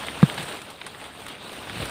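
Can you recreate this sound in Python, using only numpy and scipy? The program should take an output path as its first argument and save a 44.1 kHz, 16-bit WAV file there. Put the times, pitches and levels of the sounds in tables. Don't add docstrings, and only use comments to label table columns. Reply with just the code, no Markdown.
import sys
import numpy as np
from scipy import signal
from scipy.fft import rfft, irfft
from scipy.io import wavfile

SR = 44100
rng = np.random.default_rng(int(sys.argv[2]) if len(sys.argv) > 2 else 0)


def wav_record(signal):
    frames = np.transpose(np.atleast_2d(signal))
    bounded = np.clip(frames, -1, 1)
    quanta = np.round(bounded * 32767).astype(np.int16)
    wavfile.write(sys.argv[1], SR, quanta)


N = 83790

# (frequency [Hz], relative level [dB])
CRUSH_SPECTRUM = [(100, -31), (450, -22.5), (800, -0.5), (1200, 1.5), (1700, 2.5), (2500, -1.5),
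                  (3700, 2.5), (4600, -14.5), (6000, -30.5), (15500, -44)]


def fruit_thud(level_db, slap_db):
    # (frequency [Hz], relative level [dB], 60 dB decay time [s])
    modes = [(305, -18, 0.02), (493, -18, 0.046), (1170, -15.5, 0.017), (1613, -21, 0.037),
             (3320, -29, 0.016)]
    contact_s, rise_s, lag_s, slap_s = 0.012, 0.0011, 0.00072, 0.00014
    pressed_hz, free_hz, free_db, free_t60 = 168.7, 130, -10.5, 0.064
    t = np.arange(SR // 5) / SR
    age = np.maximum(t - lag_s, 0)
    pressed = .5 - .5 * np.tanh((age - contact_s) / 0.00034)
    hz = free_hz + (pressed_hz - free_hz) * pressed
    phase = 2 * np.pi * np.cumsum(hz * (age > 0)) / SR
    load = .5 - .5 * np.tanh((age - contact_s * 0.86) / 0.001)
    envelope = load + (1 - load) * amp(free_db - 60 * (age - contact_s) / free_t60)
    fundamental = (1 - np.exp(-age / rise_s)) * envelope * np.sin(phase)
    overtones = sum(amp(db - 60 * t / t60) * np.sin(2 * np.pi * f * t) for f, db, t60 in modes)
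    pulse = (t / slap_s) ** 2 * np.exp(2 - 2 * t / slap_s)
    slap = signal.sosfilt(signal.butter(3, 2020, fs=SR, output="sos"), pulse)
    return amp(level_db) * (fundamental - overtones) - amp(slap_db) * slap


def twig_snap(level_db, decay_s, centre_hz):
    decay_cycles, splinter_gain = 1.54, 0.52
    t = np.arange(SR // 25) / SR
    crack = np.sin(2 * np.pi * centre_hz * t) * np.exp(-t * centre_hz / decay_cycles)
    splinters = colour(rng.standard_normal(len(t)), CRUSH_SPECTRUM) * np.exp(-t / decay_s)
    band = signal.butter(5, [650, 3900], "bandpass", fs=SR, output="sos")
    return amp(level_db) * signal.sosfilt(band, crack + splinter_gain * splinters)


def leaf_crunch(decay_s, body_db, treble_db, peak_hz):
    # (frequency [Hz], relative level [dB])
    crisp_spectrum = [(2000, 4), (4500, 0), (6500, -6), (9000, 2), (12000, -11), (15500, -13.5)]
    rise_s, peak_db, half_width_hz = 0.0016, 8, 1150
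    t = np.arange(SR // 8) / SR
    body, treble = rng.standard_normal((2, len(t)))
    hz = np.fft.rfftfreq(len(t), 1 / SR)
    peak = amp(peak_db / (1 + ((hz - peak_hz) / half_width_hz) ** 2))
    treble = colour(irfft(rfft(treble) * peak, len(t)), crisp_spectrum)
    envelope = np.minimum(t / rise_s, 1) * np.exp(-np.maximum(t - rise_s, 0) / decay_s)
    return envelope * (amp(body_db) * colour(body, CRUSH_SPECTRUM) + amp(treble_db) * treble)


def leaf_rustle():
    # (time [s], body level [dB], treble level [dB])
    levels = [(0, -34, -44.5), (.13, -36.5, -47.5), (.21, -36, -45.5), (.25, -33.5, -46), (.28, -34.5, -43),
              (.36, -36, -45.5), (.41, -34, -42.5), (.46, -37.5, -44.5), (0.548, -34, -44), (.60, -42, -50),
              (.69, -42, -54), (.78, -47, -57), (.85, -42, -55), (.92, -44.5, -53.5), (1.03, -41.5, -52),
              (1.14, -45.5, -55), (1.21, -41, -49.5), (1.25, -44, -51.5), (1.32, -38, -50.5),
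              (1.38, -44, -58), (1.45, -40.5, -50), (1.58, -38.5, -49), (1.67, -39, -49.5),
              (1.75, -36.5, -48), (1.82, -32.5, -42), (1.86, -36, -47), (1.9, -33.5, -43.5)]
    # (frequency [Hz], relative level [dB])
    body_spectrum = [(25, -45), (70, -22), (170, -6), (300, 1), (800, 0), (1300, -2), (2000, -5.5),
                     (2700, -3.5), (3700, -5.5), (4500, -12), (5500, -21.5), (7500, -26.5), (15500, -45)]
    treble_spectrum = [(2500, -4), (5000, -10.5), (6500, -10.5), (7800, -4.5), (8700, 4), (9300, 1),
                       (10000, -7), (12000, -12.5), (13700, -10), (15500, -9)]
    times, body_db, treble_db = np.transpose(levels)
    body = colour(patchy(grains(per_s=2500, spread_db=3.0, wash=0.67)), body_spectrum)
    treble = colour(patchy(grains(per_s=700, spread_db=2.5, wash=0.79)), treble_spectrum)
    return curve(times, body_db) * body + curve(times, treble_db) * treble


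def grains(per_s, spread_db, wash):
    size = amp(spread_db * np.minimum(rng.exponential(1, N), 4.5)) * rng.choice([-1, 1], N)
    cracks = unit(size * (rng.random(N) < per_s / SR))
    return np.sqrt(1 - wash ** 2) * cracks + wash * rng.standard_normal(N)


def patchy(x):
    patch_s, patch_hz, depth_db = 0.025, 513, 2
    spectra = signal.stft(x, nperseg=256, noverlap=192)[2]
    field = rng.standard_normal(spectra.shape[::-1]).T
    for axis, width in enumerate([patch_hz * 256 / SR, patch_s * SR / 64]):
        kernel = np.exp(-(np.arange(-30, 31) / (width / 2)) ** 2)
        field = signal.fftconvolve(field, np.expand_dims(kernel, 1 - axis), "same")
    spectra *= amp(depth_db * unit(field))
    return unit(signal.istft(spectra, nperseg=256, noverlap=192)[1][:N])


def rumble():
    # (time [s], level [dB])
    levels = [(0, -47), (.3, -44.5), (.44, -40.5), (.49, -50), (.75, -56.5), (.96, -51.5), (1.03, -54.5),
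              (1.21, -49.5), (1.3, -52), (1.68, -48), (1.76, -42), (1.82, -32), (1.86, -43), (1.9, -41)]
    # (frequency [Hz], relative level [dB])
    spectrum = [(20, -50), (35, -40), (60, -5.5), (100, -4), (150, -2.5), (250, -7.5), (500, -25),
                (2000, -46)]
    return curve(*np.transpose(levels)) * colour(rng.standard_normal(N), spectrum)


def amp(db):
    return 10 ** (np.asarray(db) / 20)


def unit(x):
    return x / np.sqrt(np.mean(x ** 2) + 1e-20)


def colour(x, points):
    hz, db = np.transpose(points)
    gain = amp(np.interp(np.log(np.fft.rfftfreq(len(x), 1 / SR) + 1), np.log(hz), db))
    return unit(irfft(rfft(x) * gain, len(x)))


def curve(times, db):
    return amp(np.interp(np.arange(N) / SR, times, db))


def add(mix, start_s, sound):
    part = mix[max(round(start_s * SR), 0):][:len(sound)]
    part += sound[:len(part)]


def scene():
    # (time [s], level [dB], skin slap level [dB])
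    landings = [(0.2291, -1.5, -4.5), (0.3929, -29.5, -47)]
    # (time [s], level [dB], splinter decay [s], ring frequency [Hz])
    snaps = [(0.0360, -23.5, 0.0011, 1170), (0.0848, -16, 0.00075, 2220), (0.299, -15, 0.0017, 3670),
             (0.3800, -18.5, 0.0012, 830), (0.8149, -16.5, 0.0026, 3080), (0.868, -28.5, 0.0014, 1090),
             (0.9475, -27, .001, 1900), (1.0145, -28, 0.00064, 2830), (1.2650, -25, 0.00073, 2550),
             (1.4952, -21, 0.00027, 3520), (1.7060, -24.5, 0.001, 2500), (1.8028, -20, 0.0025, 2040),
             (1.8255, -21.5, 0.0032, 2700)]
    # (time [s], decay [s], body level [dB], treble level [dB], treble peak [Hz])
    crunches = [(0.0305, 0.00099, -47, -36, 13000), (0.0660, 0.0077, -34, -36.5, 13900),
                (0.2281, 0.0034, -25.5, -46, 9000), (0.342, .005, -39, -35, 14500),
                (0.3770, 0.006, -24, -39.5, 8500), (0.4260, 0.01, -38.5, -38, 10100),
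                (0.4809, 0.016, -33, -39.5, 8000), (0.616, 0.0043, -36.5, -37.5, 7840),
                (0.7005, 0.015, -57, -41, 13600), (0.8635, .011, -35.5, -36, 9300),
                (1.0390, 0.018, -39, -44, 8400), (1.2640, 0.0039, -35, -37, 8400),
                (1.2820, 0.0085, -39, -37, 13800), (1.527, .013, -47, -41.5, 13700),
                (1.696, 0.0042, -29, -46, 9000), (1.853, 0.0079, -36, -33, 13000)]
    mix = leaf_rustle() + rumble()
    for events, source in [(landings, fruit_thud), (snaps, twig_snap), (crunches, leaf_crunch)]:
        for start_s, *settings in events:
            add(mix, start_s, source(*settings))
    return mix[None]


def record(dry):
    cutoff_hz = 15600
    lowpass = signal.firwin(511, cutoff_hz, window=("kaiser", 9), fs=SR)
    return signal.oaconvolve(dry, lowpass[None], "same")


dry = scene()
out = record(dry)
wav_record(out)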